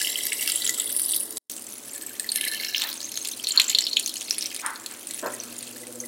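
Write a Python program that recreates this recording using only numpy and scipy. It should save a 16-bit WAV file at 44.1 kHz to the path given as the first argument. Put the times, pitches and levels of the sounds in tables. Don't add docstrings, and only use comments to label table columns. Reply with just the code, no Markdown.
import sys
import numpy as np
from scipy import signal
from scipy.fft import rfft, irfft, next_fast_len
from scipy.io import wavfile
from scipy.ndimage import uniform_filter1d, minimum_filter1d

SR = 44100
rng = np.random.default_rng(int(sys.argv[2]) if len(sys.argv) > 2 else 0)


def generate_wav(sig):
    pcm = np.round(np.clip(np.atleast_2d(sig).T, -1, 1) * 32767).astype(np.int16)
    wavfile.write(sys.argv[1], SR, pcm)


N = 267995

FAT_HZ, SMALL_HZ, SPRAY_HZ, PAT_HZ = 2795, 4970, 10060, 560
FAT_DB, SMALL_DB, SPRAY_DB, PAT_DB = -8.5, -6.5, -5.5, -21
LUMPS_DB, LUMPS_HZ = 5, 54
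# (time [s], fat drops [dB], small drops [dB], spray [dB])
POUR_CLOSE = [(0.0, -33, -30.5, -28), (0.25, -36, -33.5, -30.5), (0.4, -35, -34.5, -28),
              (0.5, -30, -32.5, -26), (0.68, -39, -33, -29), (0.9, -39, -41.5, -28),
              (1.15, -53, -32.5, -24.5), (1.3, -54.5, -51, -37.5)]
# (time [s], fat drops [dB], small drops [dB], spray [dB])
POUR_FURTHER_BACK = [(1.52, -56, -42.5, -35), (1.65, -50.5, -49.5, -37.5), (2.1, -44, -47.5, -37),
                     (2.3, -40, -45, -32), (2.48, -29.5, -41, -29), (2.68, -33.5, -34, -34),
                     (2.82, -40, -23.5, -33.5), (2.949, -46.5, -39, -36.5), (3.35, -45, -37.5, -34.5),
                     (3.62, -30, -42, -31.5), (3.85, -38.5, -30.5, -40.5), (4.1, -50, -34.5, -34.5),
                     (4.498, -35, -37, -36.5), (4.78, -52, -51.5, -42.5), (5.15, -42, -46, -36),
                     (5.7, -43.5, -43, -38.5), (6.08, -60, -62, -39.5)]
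# (frequency [Hz], gain [dB])
SPRAY_SPECTRUM = [(3000, 5), (5500, 1), (7000, -0.5), (9000, -2.5), (11000, -2), (13000, -4.5), (16000, -4)]
# (time [s], pitch shift [octaves])
SPRAY_PITCH_SHIFT = [(1.6, -0.1), (2.0, -0.18), (2.22, -0.097), (2.4, 0.16), (2.6, .35), (2.84, .4),
                     (2.98, -0.1)]


def pour():
    fat_db, small_db, spray_db = in_time(np.vstack([POUR_CLOSE, POUR_FURTHER_BACK]))
    fat = spatter(FAT_HZ, count=3600, pitch_spread=0.31, size_spread_db=4.5,
                  cycles=5.564, splash_db=-9.5, glide=0.18)
    small = spatter(SMALL_HZ, count=4600, pitch_spread=0.42, size_spread_db=8.5,
                    cycles=4.0, splash_db=-22.0, glide=0.089)
    spray = spatter(SPRAY_HZ, count=9000, pitch_spread=0.26, size_spread_db=14.5,
                    cycles=7.3, splash_db=-1.5, glide=0.023, shift=SPRAY_PITCH_SHIFT)
    pats = spatter(PAT_HZ, count=1500, pitch_spread=0.65, size_spread_db=6.5,
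                   cycles=1.42, splash_db=-40.5, glide=0.11)
    spray = coloured(spray, SPRAY_SPECTRUM)
    fat, small, spray, pats = evened(in_folds(np.array([fat, small, spray, pats])))
    water = from_db(fat_db + FAT_DB) * (fat + from_db(PAT_DB) * pats)
    water += from_db(small_db + SMALL_DB) * small
    water += from_db(spray_db + SPRAY_DB) * spray
    lumps_db = LUMPS_DB * broken(seconds()) * flutter(LUMPS_HZ)
    return water * from_db(lumps_db)


def spatter(hz, count, pitch_spread, size_spread_db, cycles, splash_db, glide, shift=None):
    s = rng.random(count) * N / SR
    size, detune, damping = rng.standard_normal((count, 3)).T
    octaves = 0 if shift is None else np.interp(s, *np.transpose(shift))
    pitch = hz * 2 ** (octaves + pitch_spread * np.clip(detune, -2.5, 2.5))
    peak = from_db(size_spread_db * broken(s) * (np.minimum(size, 2.05) + 2))
    length = cycles / pitch * from_db(2.5 * damping)
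    splash = np.full(count, from_db(splash_db))
    splash_hz = hz / 2 ** 0.74, hz * 2 ** 0.74
    return chirps(s, peak, pitch, length, splash, glide, splash_hz)


def chirps(s, peak, hz, length, splash, glide, splash_hz=(2450, 11570), count=300):
    rise_time = np.maximum(length, 1 / SR)[:, None]
    age = np.arange(count) / SR / rise_time
    shape = peak[:, None] * (age * np.exp(1 - age)) ** 3
    pitch = np.minimum(hz[:, None] * (1 + glide * np.tanh(age - 1)), SR / 2)
    phase = 2 * np.pi * (np.cumsum(pitch, axis=1) / SR + rng.random((len(s), 1)))
    first = ((s[:, None] - rise_time) * SR).astype(int)
    at = np.clip(first + np.arange(count), 0, N).ravel()
    tones = np.bincount(at, (shape * np.sin(phase)).ravel(), N + 1)[:N]
    splash_power = np.bincount(at, ((shape * splash[:, None]) ** 2).ravel(), N + 1)[:N] / 2
    return tones + np.sqrt(splash_power) * rms_one(band(rng.standard_normal(N), *splash_hz))


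# (time [s], share [0-1])
SHEET_SHARE = [(0, 0.65), (1.2, 0.32), (1.5, 0.26), (2.3, 0.19), (2.42, 0.3), (2.75, 0.34), (2.95, 0.01),
               (3.6, 0), (6.08, 0.3)]


def broken(s):
    return 1 - np.clip(np.interp(s, *np.transpose(SHEET_SHARE)), 0, 1)


WANDER_OCTAVES, WANDER_HZ = 0.016, 3.5
# (start [s], end [s], pitch rise [octaves/s],
#  modes [(frequency at mid-time [Hz], width [Hz], boost or cut [dB]), ..])
CLOTH_HOLLOWS = [(-0.1, 0.49, 0.34, [(2075, 140, 14.5), (2900, 670, 8), (5520, 88, 9), (7060, 180, 0),
                 (7620, 150, 10.5), (12500, 760, 4.5)]), (0.514, 0.893, 0.28, [(1425, 79, 21),
                 (2010, 140, 9.5), (3350, 600, 11), (6700, 270, 3), (7760, 400, 8)]),
                 (0.827, 1.28, 0.025, [(3560, 250, 4), (7200, 1600, -28.5), (9380, 850, 10),
                 (12000, 900, 5)]), (1.6, 1.95, 0.5, [(9800, 870, 5)]), (1.91, 2.35, 0.15, [(1750, 130, 18),
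                 (4370, 290, 5), (8300, 370, 10.5), (12300, 1100, 12.5), (14300, 460, 14)]),
                 (2.36, 2.774, 0.023, [(1740, 100, 30.5), (2170, 110, 25), (2800, 130, 21), (3080, 150, 21),
                 (3800, 110, 17), (4080, 200, 26.5), (4500, 110, 9), (5200, 88, 20), (5460, 93, 12.5),
                 (6470, 160, 6)]), (2.332, 2.522, -0.011, [(8760, 350, 24), (9200, 150, 6),
                 (11140, 770, 22), (12600, 300, 15)]), (2.48, 2.7, 0.35, [(10700, 250, 12),
                 (13000, 220, 13), (13200, 270, 13)]), (2.733, 2.914, 0.3, [(13900, 410, 18),
                 (15100, 390, 19)]), (2.756, 3.303, 0.18, [(3950, 460, 9), (6340, 210, 12.5),
                 (6950, 200, 7)]), (3.4, 4.125, -0.045, [(3080, 89, 12.5), (4370, 590, 11.5),
                 (5490, 120, 10.5), (7010, 150, 13), (12800, 420, 9)]),
                 (4.14, 4.53, -0.23, [(6560, 460, 3)])]


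def in_folds(x, fade=0.12):
    out = x.copy()
    for start, end, rise, modes in CLOTH_HOLLOWS:
        first = max(int((start - fade) * SR), 0)
        last = min(int((end + fade) * SR), N)
        t = np.arange(first, last) / SR
        struck = x[..., first:last] * np.clip(.5 + np.minimum(t - start, end - t) / fade, 0, 1)
        for hz, width_hz, boost_db in modes:
            wander = WANDER_OCTAVES * flutter(WANDER_HZ, size=2 * SR)[:len(t)]
            clock = np.cumsum(2 ** (rise * (t - (start + end) / 2) + wander)) / SR
            turn = np.exp(2j * np.pi * hz * clock)
            keep = np.exp(-np.pi * width_hz / SR)
            ringing = signal.lfilter([1 - keep], [1, -keep], struck * turn.conj() + 1e-18) * turn
            out[..., first:last] += 2 * (from_db(boost_db) - 1) * ringing.real
    return out


def evened(x):
    power = uniform_filter1d(uniform_filter1d(x ** 2, size=4000), size=4000)
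    return x / np.sqrt(np.maximum(power, 0) + 1e-6)


DROP_DB, DROP_FOLD_DB = -11, -16.5
DROP_SWEEP, SWEEP_FALLOFF, OPEN_SPLASH_DB = 0.37, 1.76, -18
DROPLET_DELAY_S, DROPLET_DB, DROPLET_OCTAVES = 0.0052, -17.5, 0.46
# (time of peak [s], relative peak [dB], pitch at peak [Hz], splash relative to chirp [dB])
LARGE_DROPS = [(0.016, -11, 7900, 2), (0.027, -11.5, 9140, -9), (0.048, -12.5, 2930, -30),
               (0.0725, -12.5, 3030, -32), (0.131, -17, 5600, -12), (0.1579, -10.5, 3050, -31),
               (0.209, -17, 3140, -29), (0.254, -11, 11800, -18), (0.268, -10.5, 9000, -2),
               (0.322, -10.5, 2410, -21), (0.331, -10, 8500, -4), (0.4764, -12, 4367, 4),
               (0.5002, -10, 4600, -10), (0.5198, -4, 8400, -13), (0.551, -20, 3070, -13),
               (0.559, -5, 9600, -26), (0.621, -13.5, 4000, -7), (0.653, -9.5, 7400, -17),
               (0.6658, -13.5, 3560, -3), (0.676, -5, 6670, -9), (0.6922, -24, 1930, -6),
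               (0.6942, -2, 6960, -9), (0.7992, -4.5, 7630, -13), (0.801, -19.5, 3180, -16),
               (0.8593, -13.5, 9890, -20), (0.901, -23, 3400, -14), (0.924, -15, 9300, -10),
               (0.965, -5.5, 10340, -11), (0.9966, -7, 11000, -2.5), (1.018, -8, 9400, -24),
               (1.061, -8, 10400, -15), (1.11, -7.5, 8600, -10), (1.136, -14, 3150, -21),
               (1.1556, -15.5, 9500, -4), (1.2055, -11.5, 10300, -20), (1.232, -13.5, 9900, -14),
               (1.3713, -10, 7950, -4.5), (1.4987, -20, 8540, 4), (1.566, -19, 8600, 0),
               (1.934, -17, 8800, -22), (1.96, -18, 7600, -27), (2.0132, -29, 11500, 7.5),
               (2.0648, -16.5, 7900, -25), (2.1976, -8.5, 8400, -6), (2.2913, -9, 4260, -20),
               (2.3189, -11.5, 8600, -9), (2.322, -16.5, 4500, -20), (2.3595, -10, 10370, -3),
               (2.411, -16, 10500, -6), (2.4122, -22, 3000, -7), (2.441, -23, 2980, -4),
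               (2.483, -23.5, 4320, -3), (2.536, -29.5, 5320, 6.5), (2.6, -28, 4270, -5),
               (2.635, -24.5, 2900, -4), (2.648, -24.5, 4340, 5), (2.685, -19.5, 5550, -22),
               (2.7472, -12, 2900, -18), (2.781, -12, 5260, -5.5), (2.798, -20.5, 12300, 6),
               (2.82, -13.5, 2900, -1.5), (2.831, -17.5, 2900, -4), (2.8386, -13, 4070, -3),
               (2.917, -18.5, 4100, -16), (2.929, -19.5, 4850, 1), (2.941, -16, 9200, -10),
               (3.005, -21, 4530, 1), (3.0537, -17.5, 6300, -4), (3.093, -17, 9000, -24),
               (3.142, -20, 5130, -2), (3.1748, -15, 6500, 4), (3.249, -18, 7000, 7),
               (3.256, -19.5, 3370, -11), (3.408, -22, 8900, -12), (3.446, -14.5, 3900, -15),
               (3.471, -10, 3890, -3.5), (3.4886, -5.5, 8600, -11), (3.508, -10.5, 4130, -21),
               (3.521, -9, 7320, -28), (3.576, 1.5, 4210, -37), (3.599, -1.5, 2710, -4.5),
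               (3.6015, -1, 3900, -24), (3.6173, -7.5, 7040, -2.5), (3.682, -8, 7260, -27),
               (3.697, -4.5, 7180, -7), (3.701, -12.5, 3800, 2.5), (3.7494, -0.5, 3680, -14),
               (3.7869, -1.5, 3900, -5.5), (3.808, -10.5, 7300, -6), (3.841, -9, 5100, -25),
               (3.868, -9.5, 3720, -8), (3.898, -21, 7700, 1), (3.932, -12, 4100, -8),
               (3.97, 0.5, 3250, -15), (3.9968, -8, 9200, -0.5), (4.0616, -7.5, 6200, -6),
               (4.1688, -13, 6600, -11), (4.178, -18, 7900, -14), (4.2106, -14.5, 6600, -2),
               (4.217, -18.5, 2910, -7), (4.26, -25, 8650, -26), (4.3087, -1.5, 5400, -7),
               (4.383, -5, 10600, -9), (4.388, -9, 8960, -19), (4.4098, -11, 5600, -16),
               (4.425, -8, 5200, -6.5), (4.459, -8, 5400, -17), (4.5636, -13, 9640, 0),
               (4.593, -22, 5600, -17), (4.663, -7.5, 8800, -4), (4.759, -20.5, 4260, -4),
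               (4.862, -16.5, 4000, 0.5), (4.913, -19, 8160, -5), (5.0715, -12.5, 9240, -11),
               (5.11, -18.5, 9300, 7), (5.1451, -10.5, 10040, -8), (5.34, -13, 9000, -18),
               (5.4017, -11.5, 5920, -31), (5.436, -21, 9150, -11), (5.583, -16, 9400, -14),
               (5.628, -15, 8760, -5), (5.87, -18.5, 8700, -5), (6.003, -10.5, 6300, -20)]


def loud_drops():
    s, peak_db, hz, splash_db = np.transpose(LARGE_DROPS)
    splash = from_db(splash_db)
    opening = np.minimum(from_db(splash_db - OPEN_SPLASH_DB), 1)
    sweep = DROP_SWEEP * np.minimum(FAT_HZ / hz, 1) ** SWEEP_FALLOFF * opening
    x = chirps(s, from_db(peak_db), hz, drop_length(hz), splash, glide=sweep[:, None])
    for delay, detune in rng.random(size=(len(s), 3, 2)).transpose(1, 2, 0):
        landing = s + 2 * DROPLET_DELAY_S * delay
        pitch = hz * 2 ** (DROPLET_OCTAVES * (2 * detune - 1))
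        x += chirps(landing, from_db(peak_db + DROPLET_DB), pitch, drop_length(pitch), splash, glide=0.081)
    return from_db(DROP_DB) * x + from_db(DROP_FOLD_DB) * in_folds(x)


DROP_CYCLES, CYCLES_GROWTH = 4.2, 0.39


def drop_length(hz):
    return DROP_CYCLES * (hz / FAT_HZ) ** CYCLES_GROWTH / hz


BUBBLE_T60_S, BUBBLE_RISE_PER_S = 0.029, 0.77
# (time [s], relative peak [dB], starting pitch [Hz])
AIR_POCKETS = [(0.01, -23.5, 1690), (0.393, -19, 2780), (0.452, -23, 2280), (0.474, -16.5, 2700),
               (0.69, -21.5, 1945), (0.782, -35, 1330), (0.873, -22, 3370), (2.107, -36, 1590),
               (2.197, -26, 1840), (2.243, -26, 1920), (2.408, -23, 2920), (2.462, -22.5, 1980),
               (2.537, -25, 1755), (2.554, -20, 3010), (2.598, -24, 2100), (2.847, -24, 1820),
               (2.386, -25, 2060), (4.554, -41, 2030), (5.1, -35, 1950), (5.335, -29, 1910),
               (5.833, -34, 2000), (6.037, -31.5, 2005)]


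def bubbles():
    out = np.zeros(N + SR)
    age = np.arange(SR // 10) / SR
    shape = from_db(-60 * age / BUBBLE_T60_S) * np.minimum(age / 0.00204, 1)
    for s, peak_db, hz in AIR_POCKETS:
        first = int(s * SR)
        cycles = hz * age * (1 + BUBBLE_RISE_PER_S * age / 2)
        out[first:first + len(age)] += from_db(peak_db) * shape * np.sin(2 * np.pi * cycles)
    return out[:N]


TUB_T60_S, TUB_DB, WALL_T60_S, WALL_DB = 0.025, -8, 0.16, -12
ECHO_S, ECHO_DB = .0028, -16.5


def tub(x):
    t = np.arange(SR // 3) / SR
    response = 1. * (t == 0)
    response[int(ECHO_S * SR)] = from_db(ECHO_DB)
    for t60, level_db, delay in [(TUB_T60_S, TUB_DB, .002), (WALL_T60_S, WALL_DB, .008)]:
        echoes = rng.standard_normal(len(t)) * from_db(-60 * t / t60) * (t > delay)
        response = response + from_db(level_db) * echoes / np.linalg.norm(echoes)
    return signal.fftconvolve(x, response)[:N]


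GAP_START_S, GAP_END_S = 1.381, 1.4965
# (frequency [Hz], width [Hz], boost or cut [dB])
DRUM_MODES = [(325, 40, 2.5), (433, 30, 6.5), (626, 120, 3.5), (1020, 140, 2.5), (1690, 58, 3.5),
              (1966, 80, 7.5), (2470, 440, -9), (2900, 270, 3), (3950, 110, 5.5), (4350, 230, -13.5),
              (4610, 110, 7.5), (5350, 170, 5.5), (6300, 770, -4), (8040, 170, 2.5), (8400, 260, -8),
              (8700, 150, 4.5), (9200, 140, 4.5), (9200, 180, -0.5), (10140, 300, 8), (11000, 400, -9),
              (11500, 180, 5.5), (12000, 160, 6.5), (13140, 187, 10.5), (13350, 400, -9), (13850, 140, 7.5),
              (14550, 560, -6), (15200, 400, 6)]


def drum(x):
    cut = int(GAP_END_S * SR)
    return np.concatenate([resonant(x[:cut], DRUM_MODES), x[cut:]])


HUM_WAVER_DB, HUM_WAVER_HZ = 2, 5.5
THROB_HZ, THROB_PEAK_S, THROB_BEND_HZ, THROB_SHARPNESS = 14.4, 5.818, 11, 1.3
# (time [s], low hum [dB], its octave [dB], throb [dB])
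MOTOR_LEVELS = [(0, -71.5, -64, -75), (0.5, -67, -63, -73), (0.68, -63.5, -57.5, -70),
                (0.9, -69.5, -65, -68), (1.5, -72.5, -62, -82), (5.15, -72, -64, -67),
                (5.3, -62.5, -50, -56), (5.72, -64.5, -54, -51), (5.83, -63, -49, -42),
                (6.08, -61, -46, -37.5)]
# (frequency [Hz], level relative to throb [dB], lag [s])
THROB_LINES = [(344, -8.5, 0.023), (496, -3, 0.0043), (604, -11, 0.015)]


def motor():
    t = seconds()
    low_db, octave_db, throb_db = in_time(MOTOR_LEVELS)
    out = np.zeros(N)
    for hz, db in [(120, low_db), (240, octave_db)]:
        level = from_db(db + HUM_WAVER_DB * flutter(HUM_WAVER_HZ))
        out += level * np.sin(2 * np.pi * (hz * t + rng.random()))
    for hz, db, lag in THROB_LINES:
        beat = 2 * np.pi * THROB_HZ * (t - THROB_PEAK_S - lag)
        pulse = np.abs(np.cos(beat / 2)) ** (2 * THROB_SHARPNESS)
        phase = 2 * np.pi * np.cumsum(hz - THROB_BEND_HZ * np.sin(beat)) / SR
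        out += from_db(throb_db + db) * pulse * np.sin(phase)
    return np.sqrt(2) * out


SCUFF_RISE_S, SCUFF_HOLD_S, SCUFF_T60_S = 0.051, 0.0077, 0.39
THUMP_RISE_S, THUMP_HOLD_S, THUMP_T60_S = 0.012, 0.012, 0.16
# (time [s], level [dB], centre [Hz], half width [octaves])
DULL_SCUFFS = [(2.79, -37, 1510, 1), (3.521, -37.5, 1305, 0.47), (4.613, -30.5, 1280, 0.56),
               (4.87, -47.5, 1540, 0.88), (5.41, -53.5, 1310, 0.26)]
# (time [s], relative level [dB])
THUMP_STROKES = [(5.223, -0.5), (5.25, 0.5)]
# (level [dB], centre [Hz], half width [octaves])
THUMP_BANDS = [(-32, 434, 0.64), (-36.5, 610, 0.13), (-37.5, 992, 0.14), (-36, 1450, 0.3)]


def scuffs():
    out = np.zeros(N)
    for s, level_db, hz, octaves in DULL_SCUFFS:
        out += swell(s, SCUFF_RISE_S, SCUFF_HOLD_S, SCUFF_T60_S, level_db, hz, octaves)
    for s, db in THUMP_STROKES:
        for level_db, hz, octaves in THUMP_BANDS:
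            out += swell(s, THUMP_RISE_S, THUMP_HOLD_S, THUMP_T60_S, db + level_db, hz, octaves)
    return out


FAR_TAIL_DB, FAR_TAIL_T60_S = -11, 0.72


def swell(s, rise, hold, t60, level_db, hz, octaves):
    age = seconds() - s
    fall = np.maximum(age - rise - hold, 0)
    dying = np.hypot(from_db(-60 * fall / t60), from_db(FAR_TAIL_DB - 60 * fall / FAR_TAIL_T60_S))
    shape = np.sin(np.pi / 2 * np.clip(age / rise, 0, 1)) ** 2 * dying
    noise = rms_one(band(rng.standard_normal(N), hz / 2 ** octaves, hz * 2 ** octaves, order=3))
    return from_db(level_db) * shape * noise


BACKGROUND_DB = -48
# (frequency [Hz], relative density [dB per Hz])
BACKGROUND_SPECTRUM = [(25, -17.5), (70, -17.5), (120, -6), (165, -21), (215, -1), (310, -1), (430, -3.5),
                       (620, -6), (780, -7), (1500, -9), (3000, -15.5), (9000, -10), (16000, -17)]
# (frequency [Hz], width [Hz], boost [dB])
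CABINET_MODES = [(208, 12, 5), (268, 11, 8), (322.2, 15, 9), (377, 11, 4.5), (438, 22, 6), (568, 28, 7.5),
                 (692, 22, 4.5)]


def background():
    noise = rms_one(coloured(rng.standard_normal(N), BACKGROUND_SPECTRUM))
    return resonant(from_db(BACKGROUND_DB) * noise, CABINET_MODES)


def resonant(x, modes):
    for hz, width_hz, boost_db in modes:
        x = x + (from_db(boost_db) - 1) * signal.lfilter(*signal.iirpeak(hz, hz / width_hz, fs=SR), x)
    return x


def flutter(rate_hz, size=N):
    low_pass = signal.butter(2, rate_hz, fs=SR, output="sos")
    slow = signal.sosfilt(low_pass, rng.standard_normal(size + SR // 4))
    return np.clip(rms_one(slow[-size:]), -2, 2)


def coloured(x, points):
    hz, db = np.transpose(points)
    size = next_fast_len(N)
    bins = np.maximum(np.fft.rfftfreq(size, 1 / SR), 1)
    gain = from_db(np.interp(np.log(bins), np.log(hz), db))
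    return irfft(rfft(x, size) * gain, size)[:N]


def band(x, low_hz, high_hz, order=2):
    edges = [low_hz, min(high_hz, SR / 2.1)]
    return signal.sosfilt(signal.butter(order, edges, "band", fs=SR, output="sos"), x)


def from_db(db):
    return 10 ** (np.asarray(db) / 20)


def rms_one(x):
    return x / np.sqrt(np.mean(x ** 2) + 1e-20)


def seconds():
    return np.arange(N) / SR


def in_time(rows):
    s, *columns = np.transpose(rows)
    return [np.interp(seconds(), s, c) for c in columns]


def scene():
    water = tub(pour() + loud_drops() + bubbles())
    return (drum(water + background()) + scuffs() + motor())[None]


CUTOFF_HZ = 15950


def record(dry):
    t = seconds()
    live = 1 - uniform_filter1d(1. * ((t > GAP_START_S) & (t < GAP_END_S)), size=40)
    limit = uniform_filter1d(minimum_filter1d(1 / np.maximum(np.abs(dry), 1), size=81), size=61)
    x = dry * limit * np.maximum(live, from_db(-48.5))
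    return signal.sosfilt(signal.ellip(12, .1, 80, CUTOFF_HZ, fs=SR, output="sos"), x)


dry = scene()
out = record(dry)
generate_wav(out)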